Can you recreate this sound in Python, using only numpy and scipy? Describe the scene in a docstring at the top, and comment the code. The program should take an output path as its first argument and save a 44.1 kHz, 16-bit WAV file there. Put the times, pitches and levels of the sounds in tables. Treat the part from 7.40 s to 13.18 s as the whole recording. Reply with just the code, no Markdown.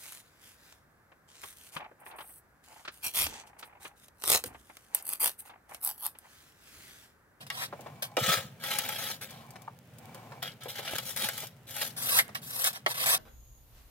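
"""A snow shovel scrapes a concrete walkway, a few steps away, beside a parked car. Stick-slip friction on
grit drives the blade's resonances into a rasp while crushed ice crystals hiss. A hard bite and long, flat
pushes give way to short, bright scoops. Impacts ring the blade, ice cracks, and boots and clumps thud
into snow, over a low rumble of distant traffic."""
import sys
import numpy as np
from scipy import signal
from scipy.fft import rfft, irfft
from scipy.io import wavfile
from scipy.ndimage import uniform_filter1d

SR = 44100
rng = np.random.default_rng(int(sys.argv[2]) if len(sys.argv) > 2 else 0)


def waveform_to_disk(signal):
    """Save audio, clipped to [-1, 1], as 16-bit WAV at the path in sys.argv[1]."""
    frames = np.transpose(np.atleast_2d(signal))
    scaled = np.clip(frames, -1, 1) * 32767
    samples = np.round(scaled).astype(np.int16)
    wavfile.write(sys.argv[1], SR, samples)


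N = 254898
FFT_SIZE = 4096
FREQS = np.arange(FFT_SIZE // 2 + 1) * SR / FFT_SIZE
SIDES = np.array([[1], [-1]])  # left, right
SPLIT_HZ = 5890  # the blade's body sounds below, hiss and edge crack above


def undb(db):
    """Decibels to amplitude ratio."""
    return 10 ** (np.asarray(db) / 20)


def level(x):
    """Scale a stereo pair so that its centre has rms 1."""
    return x / np.sqrt(np.mean(x.mean(axis=0) ** 2) + 1e-18)


def curve(points, column=1):
    """Interpolate one column of a table over log frequency."""
    table = np.array(points)
    return np.interp(np.log(FREQS + 1), np.log(table[:, 0]), table[:, column])


def response(db):
    """Minimum-phase impulse response with the given gain curve."""
    cepstrum = irfft(np.log(undb(db)))
    cepstrum[1:len(FREQS) - 1] *= 2
    cepstrum[len(FREQS):] = 0
    return irfft(np.exp(rfft(cepstrum)))


def resonance(hz, width_hz):
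    """Lorentzian peak of unit height, at least 60 Hz wide."""
    return 1 / (1 + (2 * (FREQS - hz) / max(width_hz, 60)) ** 2)


def through(x, ir):
    """Convolution, keeping the length."""
    return signal.fftconvolve(np.atleast_2d(x), np.atleast_2d(ir), axes=1)[:, :x.shape[-1]]


def cut(x, hz, kind, order=4):
    """Butterworth filter."""
    return signal.sosfilt(signal.butter(order, hz, kind, fs=SR, output="sos"), x)


def wander(n, rate_hz):
    """Smooth random modulation of roughly unit size."""
    hold = max(int(SR / rate_hz), 2)
    steps = np.repeat(rng.standard_normal(n // hold + 1), hold)
    return 0.82 * uniform_filter1d(steps, hold)[:n]


def fade(n, t60):
    """Exponential decay, 60 dB in t60 seconds."""
    return np.exp(-np.log(1000) * np.arange(n) / SR / max(t60, 1e-3))


def add(out, start, x):
    """Superpose a sound at its start time."""
    i = max(int(start * SR), 0)
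    out[:, i:i + x.shape[1]] += x[:, :N - i]


def grit(n, per_s, spread_db):
    """Tiny fractures form a Poisson process: many faint, a few strong."""
    size = undb(spread_db * np.minimum(rng.exponential(size=n), 6))
    return rng.standard_normal(n) * size * (rng.random(n) < per_s / SR)


# Spectrum of the traffic wash. Each row: frequency in Hz, gain in dB.
TRAFFIC_COLOUR = [(30, -41), (77, -15), (124, -6), (233, -6), (319, -18), (480, -12.5), (800, -18),
                  (1100, -23.5), (1500, -22.5), (2300, -26.5), (2900, -27), (4400, -35), (10800, -38),
                  (16000, -35.5)]


def traffic(wash_db=-56, rumble_db=-56.5, rumble_hz=126):
    """Coherence falls with frequency: distant traffic is a centred rumble under a wider wash."""
    mid, side, low_mid, low_side = rng.standard_normal((4, N))
    colour = curve(TRAFFIC_COLOUR)
    width_db = 20 * np.log10(np.clip(FREQS / 2500, .2, .85))
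    wash = through(mid, response(colour)) + SIDES * through(side, response(colour + width_db))
    wash = level(wash) * undb(wash_db + 2.8 * wander(N, 3.56))
    band_hz = rumble_hz * 2 ** np.array([-0.27, 0.27])
    rumble = cut(low_mid + 0.058 * SIDES * low_side, band_hz, "band", order=2)
    return wash + level(rumble) * undb(rumble_db + 0.3 * wander(N, 3.96))


def crumbs(db=-73, low_hz=1500):
    """Shot noise: loose crystals trickle in faint, independent ticks."""
    ticks = np.array([grit(N, per_s=200, spread_db=4.5) for _ in range(2)])
    ticks *= undb(3.5 * wander(N, 27.1))
    return level(cut(ticks, low_hz, "high", order=1)) * undb(db)


# Blade modes. Each row: frequency in Hz, width in Hz, gain in dB when pushed, scooping and struck.
BLADE_MODES = [(533, 24, 7.5, -6.5, 14), (681, 27, 3.5, 3, 12), (839, 85, 8.5, -14, 15),
               (1130, 49, -1, 10.5, 12), (1300, 23, 10, 10, -1), (1325, 160, -1, -4.5, 7.5),
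               (1637, 160, 5, 3.5, 7), (2140, 37, 3, -4.5, 8), (2328, 144, 6.5, -9, 7.5),
               (2970, 155, 4.5, -8, 4), (1900, 110, 1.5, -0.5, 6.5), (2880, 100, 0.5, -3, 10.5),
               (3070, 59, 0, 3, 5), (3300, 165, 5.5, -0.5, 7), (3720, 760, 4.5, 1.5, 6),
               (5100, 96, -2, 2, -2.5)]
PUSHED, SCOOPING, STRUCK = 2, 3, 4  # gain columns


def blade(colour, column, extra_db=0):
    """Damped resonance: snow on the blade keeps its modes short; each shifts the colour up to 12 dB."""
    modes_db = sum(np.clip(mode[column], -12, 12) * resonance(*mode[:2]) for mode in BLADE_MODES)
    return response(curve(colour) + modes_db + extra_db)


# Stereo placement of pushes and scoops at two microphone ports. Each row: frequency in Hz,
# phase lead of the left in radians, left minus right in dB, direct share of the power from 0 to 1.
PUSH_PATHS = [(200, 0.05, -3.5, 0.9), (1450, 1.26, 3, 0.3), (3760, 0.14, -0.5, 0.4),
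              (5400, 11.5, -1.5, 0.04), (7030, 2.2, 4, 0.2), (9600, 0.98, 7.5, 0.53), (13400, 2.4, 4.5, 0),
              (17200, 3.7, 3, 0.98)]
SCOOP_PATHS = [(200, 1.5, -5, 1), (1040, -1.7, 0, 0.34), (2570, -3.5, -0.5, 0.46), (4200, -2, -4, 0.54),
               (6500, -3, -2, 0.47), (10160, 12, 7, 0.074), (11870, 0.5, 5, 0.33), (16000, -2, -3, 0.29)]


def propagation(paths, scatter_t60=0.033):
    """Interference: the direct wave meets random scatter from car and ground at each port."""
    lead, balance_db, share = (curve(paths, column) for column in (1, 2, 3))
    # long waves diffract round small obstacles, so the lows arrive mostly direct
    share = np.clip(share, .92 / (1 + (FREQS / 4000) ** 2), .99)
    scatter = rng.standard_normal((2, FFT_SIZE)) * fade(FFT_SIZE, scatter_t60)
    scatter = rfft(scatter / np.linalg.norm(scatter, axis=1, keepdims=True))
    pair = np.sqrt(share) * np.exp(.5j * SIDES * lead) + np.sqrt(1 - share) * scatter
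    centre = np.sqrt(share * np.cos(lead / 2) ** 2 + (1 - share) / 2)
    return np.roll(irfft(pair * undb(SIDES * balance_db / 2) / centre), 24, axis=1)


def travel(x, paths, patch_s=.048):
    """A moving source scatters differently from each patch of ground."""
    step = int(patch_s * SR)
    out = np.zeros((2, len(x) + FFT_SIZE))
    for i in range(0, len(x), step):
        piece = signal.fftconvolve(x[None, i:i + step], propagation(paths), axes=1)
        out[:, i:i + piece.shape[1]] += piece
    return out[:, :len(x)]


def effort(n, lift_s, swell_db, attack_s, release_db_per_s):
    """Envelope of a stroke: contact, a steady change in dB up to the lift, then exponential decay."""
    t = np.arange(n) / SR
    db = swell_db * np.minimum(t / lift_s - 1, 0) - release_db_per_s * np.maximum(t - lift_s, 0)
    return undb(db) * np.minimum(t / attack_s, 1)


def scrape(strokes, body, paths, per_s, spread_db, chatter_db, judder_db, attack_s, release_db_per_s):
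    """Stick-slip friction: each slip of the edge over grit shakes the blade and crushes crystals."""
    out, n = np.zeros((2, N)), int(.38 * SR)
    for start, lift_s, db, swell_db, hiss_db in strokes:
        slips = grit(n, per_s, spread_db)
        slips *= undb(chatter_db * wander(n, 220.7) + judder_db * wander(n, 70.6))
        # the arms keep the push steady, however unevenly the edge slips
        slips /= np.sqrt(uniform_filter1d(slips ** 2, size=SR // 25) + 1e-9)
        sound = through(travel(slips, paths), body)
        rasp = level(cut(sound, SPLIT_HZ, "low"))
        hiss = level(cut(sound, SPLIT_HZ, "high")) * undb(hiss_db)
        force = effort(n, lift_s, swell_db, attack_s, release_db_per_s)
        add(out, start, (rasp + hiss) * undb(db) * force)
    return out


# Scooping strokes. Each row: start in seconds, time to the lift in seconds, rasp at the lift in dB,
# swell up to the lift in dB, hiss relative to the rasp in dB.
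SCOOP_STROKES = [(0.004, 0.021, -52, 0, -6.5), (0.064, 0.0064, -55, 0, 1), (0.112, 0.13, -38.5, 15.5, -3.5),
                 (0.621, 0.02, -42, -3.5, 2.5), (4.563, 0.23, -32.5, 18, 7.5), (4.946, 0.0083, -40, 3, -1),
                 (5.015, 0.21, -42.5, 18, 8.5), (5.233, 0.041, -31.5, 12.5, 5),
                 (5.332, 0.029, -43.5, 13, -4), (5.473, 0.042, -39.5, 10.5, 2), (5.54, 0.102, -35.5, 12, 2),
                 (5.656, 0.093, -32, 2, 4)]
# Spectrum of light contact. Each row: frequency in Hz, gain in dB.
SCOOP_SPECTRUM = [(120, -55), (200, -18.5), (353, -13.5), (409, -35), (509, 2.5), (683, -6), (763, 4.5),
                  (1140, -7), (2170, -7), (3760, -5), (6170, -10), (6760, -14), (7830, -4), (12800, 0.5),
                  (16000, -7)]


def scoops():
    """Friction under light contact: dense, even slips make a bright rasp that stops quickly."""
    return scrape(SCOOP_STROKES, blade(SCOOP_SPECTRUM, SCOOPING), SCOOP_PATHS, per_s=10000, spread_db=1,
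                  chatter_db=1.5, judder_db=2, attack_s=0.0035, release_db_per_s=580)


# Blows of the edge. Each row: time in seconds, ring in dB, crack in dB, most excited frequency in Hz.
BLOWS = [(0.101, -36.5, -46, 2160), (0.624, -54, -49, 1470), (0.768, -31, -44, 550),
         (1.238, -41, -43.5, 1530), (1.314, -35, -41, 2650), (1.386, -36.5, -30, 2530),
         (1.489, -40.5, -40, 2400), (3.027, -40.5, -42.5, 3170), (3.477, -40.5, -65, 3060),
         (3.583, -36.5, -38.5, 3000), (3.762, -45.5, -40.5, 2260), (3.887, -36, -36, 1650),
         (3.978, -49, -41, 2930), (4.308, -58, -47, 2380), (4.365, -46, -41.5, 1610),
         (4.414, -36.5, -46, 3000), (4.788, -30, -31, 1900), (4.794, -32, -54, 1990),
         (4.951, -42, -56, 1110), (5.242, -39.5, -30.5, 4050), (5.462, -29.5, -46.5, 590),
         (5.667, -40, -37, 680)]
# Spectrum of a blow. Each row: frequency in Hz, gain in dB.
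BLOW_SPECTRUM = [(120, -31), (200, -22), (538, 1), (1680, 3.5), (2020, 9), (2610, 1), (5520, 1.5),
                 (6050, -3), (8120, -0.5), (11300, 5), (13100, 2), (16000, 0.5)]


def knocks(rattle_t60=0.063, focus_db=6, focus_octaves=0.23, scoop_image_s=4.53):
    """Impact excitation: a blow on concrete and its rattle ring the blade, with a shorter, high crack."""
    out, n = np.zeros((2, N)), SR // 6
    window_gain = np.sqrt(.02 * SR / n)  # levels hold for the energy packed into 20 ms
    for start, ring_db, crack_db, hz in BLOWS:
        # the point of impact favours some of the blade's modes
        emphasis_db = focus_db / (1 + (np.log2((FREQS + 1) / hz) / focus_octaves) ** 2)
        body = blade(BLOW_SPECTRUM, STRUCK, emphasis_db)
        # later blows sound with the scoops' stereo placement
        path = through(propagation(SCOOP_PATHS if start > scoop_image_s else PUSH_PATHS), body)
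        contacts = grit(n, per_s=12000, spread_db=1.5)
        contacts[0] = 4  # the blow itself
        ring = level(cut(through(contacts * fade(n, rattle_t60), path), SPLIT_HZ, "low"))
        crack = level(cut(through(contacts * fade(n, rattle_t60 * 0.13), path), SPLIT_HZ, "high"))
        add(out, start, window_gain * (ring * undb(ring_db) + crack * undb(crack_db)))
    return out


# Landings in snow. Each row: time in seconds, onset level in dB, centre in Hz, 60 dB decay time
# in seconds, fall-off to either side in dB per octave.
LANDINGS = [(0.325, -38, 620, 0.076, 14.5), (0.391, -47.5, 513, .088, 14), (0.46, -42, 656, 0.11, 10.5),
            (0.768, -25, 580, 0.09, 14), (2.156, -46.5, 580, .062, 7), (2.276, -39, 910, 0.059, 19.5),
            (2.744, -48, 524, 0.24, 7), (2.919, -46, 885, 0.13, 10), (3.256, -40.5, 570, 0.12, 16),
            (3.388, -41.5, 610, 0.15, 11), (3.534, -37, 292, 0.021, 6), (3.825, -50.5, 287, .1, 23),
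            (4.031, -43, 740, 0.062, 8), (4.89, -47.5, 685, .06, 7.5), (5.462, -30, 676, 0.06, 13)]


def thuds(give_s=0.0013):
    """Inelastic impact: snow packs under a boot, clump or blade in a dull burst of crunching grains."""
    out, n = np.zeros((2, N)), SR // 5
    for start, db, hz, t60, slope_db in LANDINGS:
        colour = response(-slope_db * np.hypot(np.log2((FREQS + 20) / hz), 0.04))
        press = fade(n, t60) * (1 - fade(n, give_s))
        grains = grit(n, per_s=9000, spread_db=3.6) * press
        crunch = through(through(grains, colour), propagation(PUSH_PATHS))
        add(out, start, crunch / crunch[:, :SR // 60].std() * undb(db))
    return out


# Sweeps over soft snow. Each row: start in seconds, length in seconds, final level in dB, swell in dB.
SWEEPS = [(0.349, 0.76, -59.5, -2), (1.88, 0.41, -60, -4.5), (2.579, 0.4, -55, 3)]
# Modes of the lightly touched blade. 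Each row: frequency in Hz, width in Hz, gain in dB.
SWEEP_MODES = [(767, 190, 5.5), (1060, 82, 1.5), (2306, 94, -1.5)]


def brush(powder_db=-19, powder_hz=2500):
    """Weak forcing: soft snow barely excites the blade, a hollow ring over the rustle of powder."""
    modes = sum(undb(db) * resonance(hz, width) for hz, width, db in SWEEP_MODES)
    powder = undb(powder_db) / np.hypot(1, FREQS / powder_hz)
    body = response(20 * np.log10(modes + powder))
    out, n = np.zeros((2, N)), int(.7 * SR)
    for start, length, db, swell_db in SWEEPS:
        force = effort(n, length, swell_db, attack_s=.04, release_db_per_s=150)
        ring = through(travel(grit(n, per_s=3000, spread_db=2.1), PUSH_PATHS), body)
        add(out, start, level(ring) * force * undb(db))
    return out


# Grit catching and ice breaking. Each row: time in seconds, onset level in dB.
FRACTURES = [(0.408, -43.5), (1.3862, -29), (1.9068, -38.5), (2.1058, -43), (2.219, -47), (2.584, -43),
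             (2.746, -41), (3.234, -39.5), (3.7627, -39.5), (3.8457, -37), (3.9797, -38), (4.0038, -33),
             (4.032, -49), (4.0696, -38), (4.3105, -47), (5.3296, -35)]


def cracks(t60=0.034, low_hz=1800):
    """Brittle fracture: a stone or a piece of crust gives way at once, with a spray of splinters."""
    out, n = np.zeros((2, N)), SR // 12
    for start, db in FRACTURES:
        splinters = grit(n, per_s=8000, spread_db=1.9) * fade(n, t60)
        splinters[0] = 6  # the first snap
        tick = through(cut(splinters, low_hz, "high", order=1), propagation(PUSH_PATHS))
        add(out, start, tick / tick[:, :SR // 200].std() * undb(db))
    return out


# The cut into packed snow, with the columns of SCOOP_STROKES.
BITE_STROKES = [(0.775, 0.16, -26, 12.5, -4.5)]
# Spectrum of hard contact. Each row: frequency in Hz, gain in dB.
BITE_SPECTRUM = [(120, -65), (200, -30), (409, -23), (538, -11), (579, -18), (763, -19.5), (968, -28),
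                 (1270, -13.5), (1450, -20.5), (1680, -16.5), (2700, -20), (3070, -17), (4430, -23.5),
                 (10900, -25), (16000, -22.5)]


def bite():
    """Friction under heavy load: the edge judders into packed snow with a swelling rasp."""
    return scrape(BITE_STROKES, blade(BITE_SPECTRUM, PUSHED), PUSH_PATHS, per_s=7900, spread_db=1.5,
                  chatter_db=-0.5, judder_db=2.8, attack_s=0.014, release_db_per_s=220)


# Bumps of the loaded shovel and boots. Each row: time in seconds, onset level in dB.
LOAD_SHIFTS = [(0.812, -36), (0.876, -35.5), (0.969, -43), (1.047, -48.5), (3.536, -59)]


def thumps(band_hz=(95, 190), t60=0.082):
    """Soft contact excites only low frequencies: the shifting load makes dull bumps."""
    out, n = np.zeros((2, N)), SR // 4
    for start, db in LOAD_SHIFTS:
        bump = cut(rng.standard_normal(n) * fade(n, t60), band_hz, "band", order=3)
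        add(out, start, bump[None] / bump[:SR // 30].std() * undb(db))
    return out


# Strokes along the concrete, with the columns of SCOOP_STROKES.
PUSH_STROKES = [(1.195, 0.031, -46.5, 10.5, -6), (1.232, 0.11, -36, 6.5, -3), (1.345, 0.22, -41, 0, -3.5),
                (1.578, 0.14, -41.5, 0.5, 0), (1.808, 0.019, -43, 3.5, 0.5), (1.88, 0.14, -60.5, -6.5, -6),
                (3.019, 0.068, -45.5, -6.5, -9), (3.203, 0.052, -49.5, 2, -8),
                (3.281, 0.015, -44.5, 0, 2.5), (3.31, 0.04, -54, -0.5, -6), (3.352, 0.044, -42.5, -0.5, -4),
                (3.42, 0.064, -39.5, 9.5, -7), (3.505, 0.065, -40, 0.5, -3.5), (3.595, 0.058, -53.5, 0, 4),
                (3.65, 0.062, -45.5, 3, 5), (3.758, 0.096, -36.5, 5, 1), (3.885, 0.16, -47.5, 1, 1),
                (4.265, 0.165, -38, 19.5, 2), (4.44, 0.039, -50.5, -5, 6.5)]
# Spectrum of flat contact. Each row: frequency in Hz, gain in dB.
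PUSH_SPECTRUM = [(120, -46), (200, 3.5), (350, -7.5), (540, 3.5), (860, 2), (1000, -6), (1400, 2.5),
                 (2200, 2), (3400, 1), (4800, -4), (5900, -8), (8000, -11.5), (12400, -5), (16000, -12)]


def pushes():
    """Sliding friction: the flat blade chatters over grit in sparser, more uneven slips."""
    return scrape(PUSH_STROKES, blade(PUSH_SPECTRUM, PUSHED), PUSH_PATHS, per_s=6500, spread_db=2,
                  chatter_db=1.5, judder_db=2.5, attack_s=0.0071, release_db_per_s=320)


def yard(x, wet_db=-30, t60=0.44, dull_hz=2500):
    """Reflection and absorption: house fronts return a faint echo, dulled by the snow."""
    n = SR // 2
    tail = cut(rng.standard_normal((2, n)) * fade(n, t60), dull_hz, "low", order=1)
    return x + undb(wet_db) * through(x, tail / np.linalg.norm(tail, axis=1, keepdims=True))


def scene():
    """Superposition: the shovelling and its echo add to trickling crystals and traffic."""
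    shovelling = bite() + pushes() + scoops() + knocks() + thuds() + thumps() + cracks() + brush()
    return yard(shovelling) + crumbs() + traffic()


def record(dry):
    """Band limiting: a steep low-pass removes the treble above 15.8 kHz."""
    return signal.sosfilt(signal.ellip(10, .2, 70, 15800, fs=SR, output="sos"), dry)


dry = scene()
out = record(dry)
waveform_to_disk(out)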